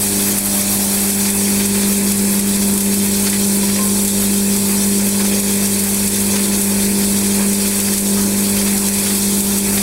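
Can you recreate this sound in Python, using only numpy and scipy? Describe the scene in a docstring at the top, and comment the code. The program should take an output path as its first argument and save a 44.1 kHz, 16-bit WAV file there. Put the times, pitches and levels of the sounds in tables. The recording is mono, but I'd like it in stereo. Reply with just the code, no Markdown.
"""An electric hammer mill grinds dried roots and bark in a workshop, heard from just above its feed tray.
Its four spinning beaters hum, louder when the mill is full, and hard bits burst against them.
Powder hisses through the steel casing, and churning air roars underneath.
Hands stir and push the dry pieces, which crunch and now and then knock on the tray.
A limiter turns the sound down briefly at loud bursts."""
import sys
import numpy as np
from scipy import signal
from scipy.fft import rfft, irfft, next_fast_len
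from scipy.io import wavfile
from scipy.ndimage import uniform_filter1d, map_coordinates

SR = 44100
rng = np.random.default_rng(int(sys.argv[2]) if len(sys.argv) > 2 else 0)


def output_pcm(signal):
    """Save a mono or channel-first signal as 16-bit PCM at the path in sys.argv[1].

    Samples are clipped to [-1, 1] before scaling.
    """
    pcm = np.clip(np.atleast_2d(signal).T, -1, 1) * 32767
    wavfile.write(sys.argv[1], SR, np.round(pcm).astype(np.int16))


N = 433062


def amp(db):
    """Turn decibels into a number to multiply by."""
    return 10 ** (np.asarray(db) / 20)


def unit(x):
    """Scale x to an average (rms) level of 1."""
    return x / np.sqrt(np.mean(x ** 2) + 1e-20)


def along(points, hz):
    """Read between the rows of a frequency table, on a log scale."""
    f, values = np.transpose(points)
    return np.interp(np.log(hz + 1), np.log(f + 1), values)


def curves(rows):
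    """Turn each column after the time into one value per sample."""
    times, *columns = np.transpose(rows)
    return [np.interp(np.arange(N) / SR, times, column) for column in columns]


def wobble(rate):
    """A smooth curve through rate random points a second."""
    points = rng.standard_normal(int(N * rate / SR) + 4)
    coarse = np.arange(0, N, 64)
    return np.interp(np.arange(N), coarse, map_coordinates(points, [coarse * rate / SR]))


def filtered(x, response):
    """Multiply each frequency in x by response(hz)."""
    size = next_fast_len(N + SR // 4)
    return irfft(rfft(x, size) * response(np.fft.rfftfreq(size, 1 / SR)), size)[..., :N]


def add(track, start, sound):
    """Mix a sound into a track, start seconds in."""
    span = track[..., round(start * SR):][..., :sound.shape[-1]]
    span += sound[..., :span.shape[-1]]


def grains(rate, life, spread_db):
    """The jumpy level of tiny hits of uneven size: rate a second, each fading over life seconds."""
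    hits = rng.random(N) < rate / SR
    power = amp(spread_db * np.clip(rng.standard_normal(N), -2, 2)) ** 2
    return unit(np.sqrt(signal.lfilter([1], [1, -np.exp(-1 / (life * SR))], hits * power)))


def flicker(x, depth_db=4.5, cap=1.1):
    """Make the treble flicker: each narrow band wavers on its own, and none stands out."""
    bands = signal.stft(x, nperseg=1024)[2]
    waver = rng.standard_normal(bands.shape[1:])
    for axis in (0, 1):
        waver = uniform_filter1d(waver, size=3, axis=axis)
    bands *= amp(depth_db * np.minimum(unit(waver), cap))
    return unit(signal.istft(bands, nperseg=1024)[1][:, :N])


# how alike left and right are, 1 meaning the same: (f/Hz, likeness)
LIKENESS = [(30, .9), (120, .99), (400, .96), (560, 0.4), (1000, 0.65), (2000, 0), (3000, 0.35),
            (4200, 0.4), (6000, 0), (8000, -0.05), (15000, 0.1)]
def noise(spectrum, drive=1):
    """Stereo noise at level 1: spectrum sets its tone, drive its swells; both sides share the bass."""
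    def colour(hz):
        width = np.arccos(np.clip(along(LIKENESS, hz), -1, 1)) / 2
        return amp(along(spectrum, hz)) * [np.cos(width), np.sin(width)]
    mid, side = filtered(drive * rng.standard_normal((2, N)), colour)
    return unit(np.array([mid + side, mid - side]))


# pieces hitting the steel tray: (t/s, level/dB, f/Hz, time to fade by 60 dB/s)
TRAY_KNOCKS = [(3.258, -30, 2190, 0.13), (3.325, -29, 1980, 0.2), (3.63, -25, 965, .1),
               (3.788, -25, 1050, 0.36), (5.311, -29, 2500, .12), (6.337, -28, 990, 0.08),
               (7.394, -24.5, 965, .1), (8.17, -30, 1260, .22), (8.74, -30, 770, .3)]
# the woody tone of a knock: (f/Hz, level/dB)
WOOD_TONE = [(300, -12), (600, 13), (1000, -13), (1600, 8), (2500, 4), (5000, -27)]
def tray_knocks(crack_db=1, crack_fade_s=0.12):
    """Each piece that hits the tray gives a woody crack and makes the steel ring briefly."""
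    ring, crack = np.zeros((2, N)), np.zeros(N)
    t = np.arange(SR // 2) / SR
    for start, db, hz, fade_s in TRAY_KNOCKS:
        tone = np.sin(2 * np.pi * hz * t + rng.uniform(0, 1.8, (2, 1)))
        add(ring, start, amp(db - 60 * t / fade_s) * (1 - np.exp(-t / 0.0018)) * tone)
        add(crack, start, amp(db + crack_db - 60 * t / crack_fade_s))
    return np.sqrt(2) * ring + crack * noise(WOOD_TONE)


# bark cracking as it is pulled into the mill's throat: (t/s, level/dB)
BARK_CRACKS = [(0.186, -26), (0.982, -31), (1.246, -24), (1.594, -21), (1.743, -26), (1.830, -27),
               (2.386, -24), (2.918, -29), (3.262, -20), (3.326, -22), (3.682, -21), (3.753, -25),
               (4.073, -27), (5.0, -25), (5.196, -23), (5.24, -27), (5.317, -24.5), (5.581, -30),
               (5.943, -27), (6.356, -19), (6.386, -30), (7.029, -25), (7.402, -24), (7.645, -23),
               (7.708, -27), (7.788, -25.5), (7.876, -28), (7.928, -22), (8.473, -28), (8.563, -23.5),
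               (8.609, -25), (8.664, -25), (9.059, -20), (9.10, -24), (9.687, -30), (9.769, -22)]
# the tone of the scraping and of the cracks: (f/Hz, level/dB)
SCRAPE_TONE = [(700, -7), (1300, -9.5), (1600, 4), (2000, 5), (2250, 6.5), (2400, 8.5), (2650, 9),
               (3050, -17), (3600, -9), (5000, -0.5), (9000, -58)]
CRACK_TONE = [(300, -7), (550, -2), (900, -2), (1600, 3.5), (2300, 6), (3300, 3.5), (5000, 3.5), (7000, -3),
              (12000, -30)]
def dry_pieces(feed_db, scrape_db=-29.0, rise_s=0.005, snap_s=0.019, crumbs_db=-5, crumbs_s=0.053):
    """Bark and roots scrape along the tray; in each crack fibres snap, then crumbs settle."""
    scrape_level = amp(scrape_db + feed_db + 0.91 * wobble(18))
    scrape = scrape_level * noise(SCRAPE_TONE, grains(rate=1000, life=0.005, spread_db=2.0))
    level, t = np.zeros(N), np.arange(SR // 4) / SR
    crumbs = amp(crumbs_db) * np.exp(-t / crumbs_s)
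    crack = (1 - np.exp(-t / rise_s)) * (np.exp(-(t / snap_s) ** 2) + crumbs)
    for start, db in BARK_CRACKS:
        add(level, start, amp(db) * crack)
    return scrape + level * noise(CRACK_TONE, grains(rate=950, life=0.0028, spread_db=2.5))


# slow rises and dips of the air: (t/s, roar level/dB, throat level/dB)
AIR_CHANGES = [(0, 2, -2), (.6, 1.3, 0), (1.3, -1.5, -4), (2.3, 0, -2.5), (3.4, 0, -1), (4.3, -1, 0),
               (5.3, -1.5, 4), (6.1, 0, 3), (7.0, 1, 0), (7.8, -1.5, 3), (8.25, 2.2, 2.5), (8.6, -2, 3),
               (9.3, 1, -3)]
# the tone of the low roar, hollow throat, rattle and ringing casing front: (f/Hz, level/dB)
ROAR_TONE = [(20, -9), (42, -7), (75, -5.5), (120, -9), (170, -4.5), (225, 2), (270, -4.5), (340, 1),
             (440, -7), (560, -7), (700, -17), (1200, -55)]
THROAT_TONE = [(380, -21), (470, -4.5), (550, 3.5), (610, -3.5), (700, -12), (900, -40)]
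RATTLE_TONE = [(400, -24), (600, -7), (720, -8.5), (880, 0), (1050, -2.5), (1250, -8.5), (1600, -4.5),
               (2500, -49)]
FRONT_TONE = [(500, -15), (620, 6), (780, 11), (900, -11), (1150, -4), (1400, 0), (2000, -22)]
def air_and_rattle(angle, facing, load_db, feed_db, roar_db=-30.0, throat_db=-41.5, rattle_db=-38):
    """Churning air roars and rings in the mill, and a rattle follows the feeding."""
    roar_change, throat_change = curves(AIR_CHANGES)
    roar = amp(roar_db + 0.84 * load_db + roar_change) * noise(ROAR_TONE)
    swell = np.exp(0.24 * (np.cos(angle) + 0.54 * np.cos(2 * angle)))  # one strong throb a turn
    lift_db = 0.58 * load_db
    throat = amp(throat_db + lift_db + throat_change + 1.7 * wobble(12)) * noise(THROAT_TONE, swell)
    rattle = amp(rattle_db + lift_db + feed_db + 2.3 * wobble(14)) * noise(RATTLE_TONE, swell)
    front = facing * amp(-36) * noise(FRONT_TONE, swell)
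    return roar + throat + rattle + front


# the tone of fine powder, coarse grit and the finest spray: (f/Hz, level/dB)
POWDER_TONE = [(1500, -20), (3000, -41), (4400, -10), (5100, -17.5), (5700, -37), (7000, -5.5), (7700, 1.5),
               (8600, 3), (9500, 2), (10400, 1.5), (12000, -5), (13400, -5.5), (15000, -9), (16000, -7)]
GRIT_TONE = [(2500, -14.5), (3200, 2), (4400, 2.5), (5100, 0), (5700, 3), (6700, 5), (8000, -15)]
SPRAY_TONE = [(7000, -7), (10000, 0.5), (11400, 3.5), (12800, 2.5), (14000, -1), (15000, -2), (16000, -7)]
def powder(facing, sizzle_db=-16.5, rasp_db=-23.0, spray_db=-24.0):
    """Powder sizzles on the casing and grit rasps; the finest spray is loudest from the front."""
    surge_db = 0.71 * wobble(34)
    fine_hits = grains(rate=6000, life=0.003, spread_db=1.7) * amp(surge_db)
    sizzle = amp(sizzle_db) * noise(POWDER_TONE, fine_hits)
    grit_hits = grains(rate=1400, life=0.01, spread_db=-0.5)
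    rasp = amp(rasp_db + surge_db + 0.89 * wobble(22)) * flicker(noise(GRIT_TONE, grit_hits))
    spray = (facing + 0.82) * amp(spray_db + 2.85 * wobble(28)) * flicker(noise(SPRAY_TONE))
    return sizzle + rasp + spray


# hard bits smashed by the beaters: (t/s, level/dB)
HARD_BITS = [(0.384, -8), (0.612, -15), (0.945, -17), (1.005, -19), (1.1, -13), (1.301, -12),
             (1.657, -13.5), (1.925, -16), (2.117, -12), (2.393, -10), (2.555, -16), (2.736, -15),
             (2.776, -12), (2.805, -12), (2.94, -11.5), (3.298, -14.5), (4.049, -13), (4.078, -13),
             (4.562, -14), (5.088, -12), (5.398, -12), (5.535, -22), (5.657, -19), (5.792, -15),
             (5.836, -16), (5.943, -13), (6.076, -12), (6.158, -16), (6.614, -12), (7.185, -19),
             (7.53, -13), (7.675, -17), (7.801, -15), (7.935, -13), (7.978, -13), (8.776, -13.5),
             (8.885, -17), (8.985, -17), (9.15, -20), (9.405, -12), (9.582, -12.5)]
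# the tone of their splinters hitting the casing: (f/Hz, level/dB)
SPLINTER_TONE = [(400, -18), (1200, -14.5), (2400, -3.5), (4500, -5.5), (7000, 1.5), (7700, 6.5),
                 (10400, 6), (13400, 1.5), (16000, -11)]
def bursts(rise_s=0.00087, burst_s=0.009, swirl_db=-6, swirl_s=0.06, thump_db=-12.5, thump_hz=22):
    """A hard bit shatters in a sharp, hissy burst that overloads the microphone with a faint thump."""
    level, t = np.zeros(N), np.arange(SR // 4) / SR
    swirl = amp(swirl_db) * np.exp(-t / swirl_s)  # splinters fly on briefly
    shatter = (1 - np.exp(-t / rise_s)) * (np.exp(-(t / burst_s) ** 2) + swirl)
    for start, db in HARD_BITS:
        add(level, start, amp(db) * shatter)
    mic_thump = filtered(level, lambda hz: 1j * hz / thump_hz / (1 + 1j * hz / thump_hz) ** 3)
    return level * noise(SPLINTER_TONE) - amp(thump_db) * mic_thump


# loud and quiet spots in the hum: (multiple of the shaft speed, t/s, level/dB, half width/s)
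HUM_SPOTS = [(6, 0.2, 7, 0.94), (7, 0.3, -6, 0.73), (8, 0.08, 2, 0.18), (8, 0.62, -8, 0.27),
             (9, .4, -9, 0.86), (9, 5.6, 2.5, 1.2), (10, .5, -8, 1), (12, 0.6, 10.5, 0.33),
             (15, 0.67, 12, 0.98), (16, 0.75, 7, .5), (16, 11, 10, .25)]
def spots_db(multiple):
    """One tone rises and dips as the listener moves through its standing wave."""
    t = np.arange(N) / SR
    return sum(db * np.exp(-((t - s) / width) ** 2) for k, s, db, width in HUM_SPOTS if k == multiple)


# the weaker tones of the shaft: (multiple of the shaft speed, level/dB)
SHAFT_TONES = [(1, -41.5), (2, -35), (3, -47), (6, -38), (7, -38), (9, -41.5), (10, -45), (11, -47),
               (12, -45.5), (13, -50), (14, -49.5), (15, -56), (16, -48.5), (17, -44.5), (18, -43.5),
               (19, -53), (20, -46), (21, -48), (22, -51), (28, -49.5), (37, -57), (39, -54), (52, -57)]
def rotor(angle, load_db, hum_db=-18.0, octave_db=-29.5, pulley_hz=46.5, pulley_db=-47.5):
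    """Four beaters a turn make a hum that grows with the load; the off-balance shaft adds more tones."""
    side_phase = np.array([[.04], [-.04]])  # left and right are nearly in step
    hum = amp(hum_db + load_db + 0.37 * wobble(30)) * np.sin(4 * angle + side_phase)
    octave_level = amp(octave_db + 0.46 * load_db + spots_db(8) + 1.14 * wobble(22))
    hum += octave_level * np.sin(8 * angle + 0.082 * wobble(13))
    for multiple, db in SHAFT_TONES:
        level = amp(db + spots_db(multiple) + wobble(7))
        hum += level * np.sin(multiple * angle + rng.uniform(0, 2 * np.pi) + 0.14 * wobble(9.7))
    # the belt pulley turns a little slower than the shaft, so their tones pulse together
    pulley_angle = 2 * np.pi * pulley_hz * np.arange(N) / SR
    hum += amp(pulley_db + 2 * wobble(7.2)) * np.sin(pulley_angle + 0.72 * wobble(5.7))
    return np.sqrt(2) * hum


# humps and dips in the casing's tone: (f/Hz, width/Hz, level/dB)
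CASING_BANDS = [(2860, 80, -2.5), (3670, 70, 1.5), (3850, 60, -4), (4600, 150, 1), (5700, 110, 2),
                (6200, 80, -2.5), (7850, 180, 1.8), (8250, 120, -1), (8650, 160, 1.2), (10400, 200, 1.3),
                (11750, 160, 1.3), (12200, 120, -1.3), (13350, 120, -2), (14000, 150, -1.7),
                (14800, 200, 1)]
def casing(hz):
    """The steel casing makes some frequencies louder and others softer."""
    return amp(sum(db * np.exp(-.5 * ((hz - f) / width) ** 2) for f, width, db in CASING_BANDS))


# how much louder the left is than the right: (f/Hz, level/dB)
BALANCE = [(100, 1.3), (200, 0), (350, 0), (520, 5), (720, -5.5), (1000, -0.5), (1400, 1), (2000, 1.5),
           (2450, 4), (3100, 0), (5000, 0.3), (7500, -2), (10000, 0.5), (15000, 0.3)]
def left_and_right(hz, lag_s=0.0001706):
    """The mill stands to the right, so the left hears it later and with a slightly different tone."""
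    side = np.array([[.5], [-.5]])
    return amp(side * along(BALANCE, hz)) * np.exp(-2j * np.pi * hz * lag_s * side)


# turns of the shaft each second: (t/s, f/Hz)
SHAFT_SPEED = [(0, 49.99), (1.5, 49.95), (2.6, 49.92), (4.5, 49.95), (8.4, 49.95), (9.82, 49.9)]
# how much the listener faces the casing rather than the tray: (t/s, share 0-1)
FACING_CASING = [(0, 0.3), (.6, 0.9), (1.0, 0.7), (1.5, 0.2), (6, 0.04), (9.1, 0.1), (9.82, 0.6)]
# how busily the hands feed the mill, 0 being usual: (t/s, level/dB)
FEEDING = [(0, 0), (.9, -1.5), (1.5, 1.3), (1.9, 0.8), (2.8, -0.5), (3.6, -1.9), (4.4, -1.9), (5.2, -0.3),
           (5.9, -0.5), (6.5, -0.2), (7.2, 0), (7.8, 0), (8.05, -2), (8.65, 1.5), (8.9, -0.5), (9.5, -3),
           (9.82, 1.8)]
# how full the mill is, heard as the strength of its hum: (t/s, level/dB)
MILL_LOAD = [(0, -25.5), (.2, -22), (.9, -21), (1.25, -19.5), (1.55, -18), (2.3, -16.5), (2.95, -16.5),
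             (3.3, -20), (3.45, -17), (3.9, -18.5), (4.4, -17.5), (4.7, -18.5), (5.0, -16.5), (5.35, -18.5),
             (5.85, -19.8), (6.25, -19), (6.9, -18), (7.25, -18), (7.5, -16.5), (7.75, -21), (7.98, -19.5),
             (8.22, -16), (8.45, -19), (8.7, -18), (9.05, -21.5), (9.3, -19), (9.82, -19.5)]
def scene(usual_load_db=-19):
    """Mix the tray and the mill in stereo."""
    speed, = curves(SHAFT_SPEED)
    angle = 2 * np.pi * np.cumsum(speed) / SR
    facing, = curves(FACING_CASING)
    feed_db, = curves(FEEDING)
    load_db = curves(MILL_LOAD)[0] - usual_load_db
    hiss = amp(-0.14 * load_db) * powder(facing)  # the hiss gives way a little as the hum swells
    grinding = filtered(hiss + bursts() + dry_pieces(feed_db), casing)
    drone = rotor(angle, load_db) + air_and_rattle(angle, facing, load_db, feed_db)
    return filtered(drone + grinding + tray_knocks(), left_and_right)


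def limiter(x, threshold_db=-12.0, release_s=0.061):
    """Turn the volume down just ahead of a loud moment, then let it creep back."""
    window, ahead = 200, 50  # samples
    power = np.convolve(np.mean(x ** 2, axis=0), np.ones(window) / window)[ahead:ahead + N]
    excess = np.log(np.maximum(np.sqrt(power) / amp(threshold_db), 1))
    decay = np.arange(N) / SR / release_s
    cut = np.exp(np.maximum.accumulate(np.log(excess + 1e-9) + decay) - decay)  # each peak fades away
    return x * np.exp(-cut)


def record(dry, ceiling=0.95, top_hz=15780):
    """Turn down loud moments, round off the tallest peaks and drop the highest treble."""
    ducked = limiter(dry)
    rounded = ducked / (1 + np.abs(ducked / ceiling) ** 8) ** (1 / 8)
    return filtered(rounded, lambda hz: hz < top_hz)


dry = scene()
out = record(dry)
output_pcm(out)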